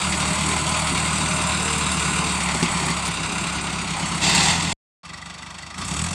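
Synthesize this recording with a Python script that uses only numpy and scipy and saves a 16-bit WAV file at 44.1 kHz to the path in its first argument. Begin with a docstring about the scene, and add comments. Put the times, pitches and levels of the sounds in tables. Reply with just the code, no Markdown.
"""Diesel tractor and trailer in a stubble field

A four-cylinder tractor strains against a laden trailer close to a small mono microphone, and is revved up.
After a short silence it is heard from farther off, idling, then picking up speed.
Pressure pulses ring the exhaust, noise throbs with each firing as block clatter and hiss, and the ground
adds one short echo. Struck-steel knocks, gear whines, a whistle and a scrape lie over the near passage.
"""
import sys
import numpy as np
from scipy import signal
from scipy.io import wavfile
from scipy.ndimage import uniform_filter1d, map_coordinates

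SR = 44100
rng = np.random.default_rng(int(sys.argv[2]) if len(sys.argv) > 2 else 0)


def attenuation_scalar(level_db):
    """Turn a level in dB into a linear amplitude multiplier (20 dB per decade)."""
    decades = np.asarray(level_db, float) / 20
    return 10 ** decades


def dump_mix(stems):
    """Bounce the given channels to the path in sys.argv[1] as a 16-bit WAV at rate SR."""
    frames = np.atleast_2d(stems).T  # one column per channel
    limited = np.clip(frames, -1, 1)  # hard clip at full scale
    pcm = np.round(limited * 32767).astype(np.int16)
    wavfile.write(sys.argv[1], SR, pcm)


N = 270761  # samples

# Engine speed, near then far: (time [s], firing rate [1/s])
FIRING_RATE = [
    [(0.0, 37.6), (0.63, 39.2), (1.8, 37.8), (2.11, 36.7), (2.21, 37.5), (2.41, 35.8), (2.5, 36.1),
     (2.64, 34.7), (2.94, 36.1), (3.2, 32.7), (3.56, 35.2), (3.95, 32.9), (4.26, 33.8), (4.47, 39.7),
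     (4.6, 43.1), (4.73, 42.6)],
    [(5.032, 24.06), (5.3, 24.22), (5.6, 25.05), (5.72, 25.03), (5.8, 28.6), (5.9, 33.67), (6, 39.58),
     (6.14, 47.61)],
]
# Place in the engine cycle at the start, near and far: (turn [firings])
FIRST_FIRING = [.4, 1.55]
# How hard the engine works, near then far: (time [s], effort [dB], 0 = full)
EFFORT = [
    [(0, -0.5), (1.2, -0.5), (2, -0.47), (2.55, -1.45), (2.9, -2), (3.12, -3.5), (3.4, -3), (3.85, -4.5),
     (4.15, -2.5), (4.25, -3), (4.42, 0), (4.58, -3), (4.732, -4)],
    [(5.032, -14), (5.07, -10.5), (5.75, -10), (5.8, -4), (5.89, -2), (5.99, -0.5), (6.14, -2.5)],
]
# Boom, thump, clatter, hiss: (level at full effort near [dB], far [dB], gain per effort near [dB/dB], far [dB/dB])
LAYER_LEVELS = [(-34, -32, .5, 1.47), (-28, -30.5, 1, 1.37), (-22.5, -28.9, 0.96, 1.005),
                (-26.5, -30, 1.96, 1.81)]
# Throb at full effort, near and far: (depth [dB])
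THROB_DEPTH = [4.5, 11]
# Its change with effort, near and far: (slope [dB/dB])
THROB_PER_EFFORT = [-.6, -.2]
# The metal tick just after each firing, the same whatever the load, near and far: (level [dB])
TICK_LEVEL = [-43, -45.5]


def engine(k):
    """The tractor near (k = 0) or far (k = 1): all layers turn with the crank and most follow the effort."""
    t = np.arange(FIRING_RATE[k][0][0], FIRING_RATE[k][-1][0], 1 / SR)
    rate, = curves(FIRING_RATE[k], t)
    effort_db, = curves(EFFORT[k], t)
    turns = FIRST_FIRING[k] + np.cumsum(rate) / SR  # counted in firings
    boom_db, thump_db, clatter_db, hiss_db = (row[k] + row[2 + k] * effort_db for row in LAYER_LEVELS)
    depth_db = THROB_DEPTH[k] + THROB_PER_EFFORT[k] * effort_db
    gas = gas_flow(t) * (k == 0)  # only in the near passage

    lower = attenuation_scalar(boom_db) * exhaust_boom(turns)
    lower += (attenuation_scalar(thump_db) + attenuation_scalar(-13.5) * gas) * silencer_thump(turns, k)  # the blast drives the silencer too
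    upper = attenuation_scalar(clatter_db) * block_clatter(turns, depth_db, k)
    upper += attenuation_scalar(TICK_LEVEL[k]) * metal_tick(turns)
    upper += attenuation_scalar(hiss_db) * valve_hiss(turns, depth_db, k)
    sound = off_the_ground(upper, lower, t, k) + gas * stack_blast(turns)
    edge_s = np.minimum(t - t[0], t[-1] - t)
    return sound * np.clip(edge_s / .001, 0, 1)


# Exhaust pipe resonances: (frequency [Hz], width of each pass [Hz], relative level [dB])
PIPE = [(78.5, 37, -3.5), (48, 14, -28), (115.2, 11, -16)]
# Pulse strength by firing order: (level [dB])
PIPE_CYLINDERS = [0, -1, 0, -1]


def exhaust_boom(turns):
    """The deep note of the exhaust pipe, rung by the firings."""
    return exhaust(turns - .3, PIPE, PIPE_CYLINDERS, uneven_db=.4, rough=.09)


# Silencer resonances: (frequency [Hz], width of each pass [Hz], relative level [dB])
SILENCER = [(167.1, 55, 9), (205.8, 35, -6.5)]
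# Pulse strength by firing order: (level [dB])
SILENCER_CYLINDERS = [1.5, -7, -4.5, -3]
# Chassis and tyres: (frequency [Hz], relative level per Hz [dB])
RUMBLE_COLOUR = [(25, -22), (50, -24.5), (100, -4.5), (140, -3.5), (250, -3), (330, -2), (420, -8),
                 (520, -33), (600, -40)]
# Rumble against the thump, near and far: (level [dB])
RUMBLE_LEVEL = [-4, -6]


def silencer_thump(turns, k):
    """Firings ring the silencer unevenly, over the rumble of chassis and tyres."""
    thump = exhaust(turns - .1, SILENCER, SILENCER_CYLINDERS, uneven_db=1.2, rough=.65)
    return thump + attenuation_scalar(RUMBLE_LEVEL[k]) * coloured(len(turns), RUMBLE_COLOUR, patchy_db=2.0)


# Broad clatter, near then far: (frequency [Hz], relative level per Hz [dB])
CLATTER_COLOUR = [
    [(300, -73), (550, -3), (800, 1), (1100, -0.5), (1700, -4.5), (2400, -1.5), (3200, -3), (4600, -2.5),
     (5500, -6), (7000, -5), (9000, -37)],
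    [(300, -70), (550, -0.5), (800, 1.5), (1100, 2), (1700, -1), (2400, -2.5), (3200, -4), (4600, -5),
     (5500, -6), (7000, -13), (9000, -38)],
]
# Engine block and sheet metal, near then far: (frequency [Hz], width of each pass [Hz], relative level [dB])
BLOCK_MODES = [
    [(1000, 120, -14.5), (1297, 330, -14), (1466, 48, -15.5), (2080, 210, -13), (2398, 160, -20),
     (2760, 270, -8.5), (3782, 140, -13.5), (4460, 410, -12)],
    [(1194, 130, -9.5), (2690, 220, -7), (3270, 70, -15.5), (3670, 400, -9.5), (4500, 440, -12),
     (5350, 120, -13.5), (5960, 140, -23)],
]


def block_clatter(turns, depth_db, k):
    """Metal noise that throbs with the firings, less deeply in the heavy castings, which ring on between."""
    clatter = rattle(len(turns), CLATTER_COLOUR[k], BLOCK_MODES[k], ring_db=-2)
    hum = signal.lfilter(*signal.butter(2, 2000, fs=SR), clatter)
    knocking = (clatter - hum) * throb(turns, .62 * depth_db, fade=.36, uneven_db=1.1)
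    return hum * throb(turns, 0.17 * depth_db, fade=.6, uneven_db=0.5) + knocking


# Valve ringing: (frequency [Hz], width of each pass [Hz], relative level [dB])
VALVE_MODES = [(7340, 100, -30), (7590, 250, -1.5), (8300, 67, -20.5), (9000, 67, -9.5)]
# Broad hiss, near then far: (frequency [Hz], relative level per Hz [dB])
HISS_COLOUR = [
    [(4000, -8), (5800, -22), (7000, -2.5), (8000, 3), (9000, -2), (10000, -13.5), (12000, -30),
     (15500, -38)],
    [(4000, -28), (5800, -7.5), (7000, -4), (8000, -1), (9000, -7), (10000, -14.5), (11500, -26),
     (15500, -54)],
]


def valve_hiss(turns, depth_db, k):
    """High hiss and ringing valves, throbbing at full depth."""
    hiss = rattle(len(turns), HISS_COLOUR[k], VALVE_MODES, ring_db=-8)
    return hiss * throb(turns, depth_db, fade=.36, uneven_db=1.5)


# Metal struck just after each firing: (frequency [Hz], width of each pass [Hz], relative level [dB])
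TICK_MODES = [(1960, 114, -1), (4520, 200, -10)]


def metal_tick(turns):
    """A short noise burst just after each firing rings two resonances of the metal."""
    bursts = rng.standard_normal(len(turns)) * throb(turns - .15, 25, fade=.14, uneven_db=1.5)
    return resonate(bursts, TICK_MODES, steep=True)


def gas_flow(t):
    """The throttle snaps open, is held, and eases back to a lower flow."""
    start_s, rise_s, hold_s, fall_s = 4.208, .012, .29, .055
    held_db, drop_db = -18.95, 9.5
    since = t - start_s
    opened = 1 - np.exp(-(np.clip(since, 0, None) / rise_s) ** 2)
    eased = np.clip(since - hold_s, 0, None) / fall_s
    return opened * attenuation_scalar(held_db - drop_db * (1 - np.exp(-eased ** 2)))


# Rushing exhaust gas: (frequency [Hz], relative level per Hz [dB])
GAS_COLOUR = [(290, -46), (500, -18.5), (827, 2.5), (1200, -13), (1350, -11.5), (2070, 1), (2290, -15.5),
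              (2650, 0.5), (2970, -6.5), (3480, -0.5), (4500, -2.5), (6000, -5.5), (7560, -5.5),
              (11300, -30.5), (15500, -45.5)]
# The stack rings in the blast: (frequency [Hz], width of each pass [Hz], relative level [dB])
STACK_MODES = [(900, 250, -8), (2030, 300, -8), (2640, 300, -7), (3590, 450, -6), (4600, 300, -7),
               (6750, 300, -12), (7450, 260, -7), (8350, 260, -12)]


def stack_blast(turns):
    """Gas noise rings the stack and throbs lightly with the firings."""
    blast = rattle(len(turns), GAS_COLOUR, STACK_MODES, ring_db=-3)
    return blast * throb(turns, 2.5, fade=.4, uneven_db=.6)


# Path off the ground, changing as the tractor rocks and rolls on, near then far: (time [s], delay [ms])
GROUND_DELAY = [
    [(0, .85), (.6, .89), (1.6, .8), (2.2, .81), (2.5, .89), (2.85, .89), (3.35, .8), (3.7, .83),
     (4.05, .92), (4.3, .9), (4.73, .93)],
    [(5.03, .89), (6.14, .88)],
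]
# Ground echo, near and far: (strength [0-1])
GROUND_STRENGTH = [.26, .22]
# Wide valley cut by a much closer bounce, near and far: (frequency [Hz])
VALLEY = [5490, 5100]
# That close bounce, near and far: (strength [0-1])
CLOSE_STRENGTH = [0.31, 0.054]


def off_the_ground(upper, lower, t, k):
    """The ground returns the engine a moment later; a closer bounce reaches only the upper layers."""
    delay_ms, = curves(GROUND_DELAY[k], t)
    ground, close = GROUND_STRENGTH[k], CLOSE_STRENGTH[k]
    upper = bounced(upper, .5 / VALLEY[k], close) / (1 + close)  # half a period late at the valley
    upper = bounced(upper, delay_ms / 1000, ground) / np.sqrt(1 + ground ** 2)
    lower = bounced(lower, delay_ms / 1000, ground) / (1 + ground)  # the bass adds in step
    return upper + lower


# Drawbar and trailer: (time [s], thud level [dB], crack level [dB], snap level [dB])
KNOCK_TIMES = [(0.79, -50, -37, -24), (1.78, -50, -40, -20.5), (2.548, -16, -21, -37),
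               (2.626, -10.5, -17, -31), (2.755, -24.5, -40, -50), (2.865, -20, -25, -24),
               (2.9, -19, -31, -23), (3.057, -33, -30, -23), (3.068, -34, -23, -28.5),
               (3.077, -28, -34, -22), (4.296, -30, -30, -22.5), (4.347, -45, -22, -16.5),
               (4.607, -28, -24, -34)]
# Trailer frame: (frequency [Hz], relative level [dB], time to fall 60 dB [s])
FRAME = [(170, 0, .14), (235, -3, .09), (360, -5, .07), (850, -9, .06)]
# Short crack: (frequency [Hz], relative level per Hz [dB])
CRACK_COLOUR = [(700, -7), (1500, -5.5), (2500, 2.5), (4500, 4.5), (6500, 0.5), (8000, -27)]
# Thin snap: (frequency [Hz], relative level per Hz [dB])
SNAP_COLOUR = [(5000, -21.5), (7000, -0.5), (9000, -2), (10500, -13), (12500, -23.5), (15500, -33.5)]


def knocks():
    """Drawbar and trailer knocks: the dull ring of the frame, a short crack and a thin snap."""
    out, t = np.zeros(N), np.arange(6000) / SR
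    count = len(KNOCK_TIMES)
    cracks = coloured(len(t) * count, CRACK_COLOUR, patchy_db=1).reshape(count, -1)
    snaps = coloured(len(t) * count, SNAP_COLOUR, patchy_db=1).reshape(count, -1)
    ring = sum(attenuation_scalar(db - 60 * t / t60) * np.sin(2 * np.pi * hz * t) for hz, db, t60 in FRAME)
    rise = 1 - np.exp(-t / .0015)
    decay = attenuation_scalar(-60 * t / .045)
    for (s, thud_db, crack_db, snap_db), crack, snap in zip(KNOCK_TIMES, cracks, snaps):
        noise = (attenuation_scalar(crack_db) * crack + attenuation_scalar(snap_db) * snap) * decay
        add(out, s, rise * (attenuation_scalar(thud_db) * ring + noise))
    return out


# Gears that come and go: (start [s], end [s], multiple of the firing rate [1], middle level [dB])
GEAR_WHINES = [(0, 1.1, 16, -43.5), (1.15, 1.6, 16.2, -39.5), (1.55, 1.9, 12.1, -43), (1.9, 2.5, 12, -45)]


def gear_whines():
    """Gear tones that follow the near engine speed."""
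    out = np.zeros(N)
    for start, end, multiple, db in GEAR_WHINES:
        rate, = curves(FIRING_RATE[0], np.arange(start, end, 1 / SR))
        add(out, start, whine(multiple * rate, db, 4))
    return out


# Thin whistle, wide scrape: (start [s], end [s], frequency [Hz], middle level [dB], spread [Hz])
STEADY_TONES = [(0, 2.6, 1032, -40.5, 12.7), (2.35, 3.0, 2080, -37, 240)]


def whistle_and_scrape():
    """A thin whistle and a wide scrape that keep their own pitch."""
    out = np.zeros(N)
    for start, end, hz, db, spread in STEADY_TONES:
        add(out, start, whine(np.full(round((end - start) * SR), hz), db, spread))
    return out


def whine(hz, db, spread):
    """A tone that wavers, swells and fades; a wide spread [Hz] smears it into a scrape."""
    turns = np.cumsum(hz + spread * wander(len(hz), 0.00982)) / SR
    level = attenuation_scalar(db + 3.5 * wander(len(hz), 0.056))
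    tone = np.sqrt(2) * level * np.sin(2 * np.pi * turns)
    return tone * signal.windows.tukey(len(hz), .4)


def exhaust(turns, modes, cylinders_db, uneven_db, rough):
    """One pressure pulse a firing, and turbulent flow, ring the pipe."""
    whole = np.floor(turns).astype(int)
    size_db = np.array(cylinders_db)[whole % len(cylinders_db)]
    size_db = size_db + uneven_db * rng.standard_normal(512)[whole % 512]
    pulses = np.diff(whole, prepend=whole[0]) * attenuation_scalar(size_db)
    pulses -= uniform_filter1d(pulses, size=4096)  # no steady pressure
    flow = rng.standard_normal(len(turns))
    return evened(resonate(evened(pulses) + rough * flow, modes, steep=True))


def throb(turns, depth_db, fade, uneven_db):
    """A gain that jumps up at each firing, holds, and sinks until the next; no two firings alike."""
    whole = np.floor(turns).astype(int)
    shape = np.exp(-((turns - whole) / fade) ** 2)
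    gate = attenuation_scalar(depth_db * shape + uneven_db * rng.standard_normal(512)[whole % 512])
    gate = uniform_filter1d(gate, size=220)  # 5 ms
    return gate / np.sqrt(uniform_filter1d(gate ** 2, size=6000))  # keeps the running level even


def rattle(size, points, modes, ring_db):
    """Broad noise plus the narrow bands where the metal rings."""
    ringing = resonate(rng.standard_normal(size), modes, steep=True)
    return evened(coloured(size, points, patchy_db=1.2) + attenuation_scalar(ring_db) * ringing)


def resonate(x, modes, steep=False):
    """A bank of resonances, each evened before its level is set; filtered twice if steep."""
    out = np.zeros(len(x))
    for k, (hz, width, db) in enumerate(modes):
        b, a = signal.iirpeak(hz, hz / width, SR)
        ring = signal.lfilter(b, a, x)
        if steep:
            ring = signal.lfilter(b, a, ring)
        out += (-1) ** k * attenuation_scalar(db) * evened(ring)  # neighbours in opposite sign
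    return out


def coloured(size, points, patchy_db):
    """Noise of a given spectrum with drifting patches in time and frequency."""
    frames, hz = size // 128 + 5, np.fft.rfftfreq(512, 1 / SR)
    a, b, patches = rng.standard_normal((frames, 257, 3)).T
    patches = uniform_filter1d(patches, size=6, axis=0)
    patches = evened(uniform_filter1d(patches, size=20, axis=1))
    f, db = np.transpose(points)
    shape_db = np.interp(np.log(hz + 1), np.log(f), db, left=-90, right=-90)[:, None]
    z = (a + 1j * b) * attenuation_scalar(shape_db + patchy_db * patches)
    return evened(signal.istft(z, nperseg=512, noverlap=384)[1][:size])


def bounced(x, delay_s, strength):
    """Adds one delayed copy, which cuts valleys into the spectrum."""
    return x + strength * map_coordinates(x, [np.arange(len(x)) - delay_s * SR], order=3)


def wander(size, span_s):
    """Slow chance of rms 1."""
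    return evened(uniform_filter1d(rng.standard_normal(size), size=int(span_s * SR)))


def curves(rows, t):
    """Reads every column of a table at times t."""
    s, *columns = np.transpose(rows)
    return [np.interp(t, s, c) for c in columns]


def evened(x):
    """Scales to rms 1."""
    return x / np.sqrt(np.mean(x ** 2) + 1e-20)


def add(mix, s, sound):
    """Mixes a sound in at s seconds."""
    part = mix[round(s * SR):][:len(sound)]
    part += sound[:len(part)]


def scene():
    """Near passage, silence, far passage; both channels alike."""
    mix = np.zeros(N)
    for k in range(len(FIRING_RATE)):
        add(mix, FIRING_RATE[k][0][0], engine(k))
    mix += knocks() + gear_whines() + whistle_and_scrape()
    return np.array([mix, mix])


def low_pass(x):
    """Removes everything above the highest recorded frequency."""
    return signal.sosfilt(signal.butter(12, 15690, fs=SR, output="sos"), x)


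def record(dry):
    """A small mono microphone that loses the deepest bass."""
    thin = signal.lfilter(*signal.butter(1, 30, "high", fs=SR), dry)
    return low_pass(thin)


dry = scene()
out = record(dry)
dump_mix(out)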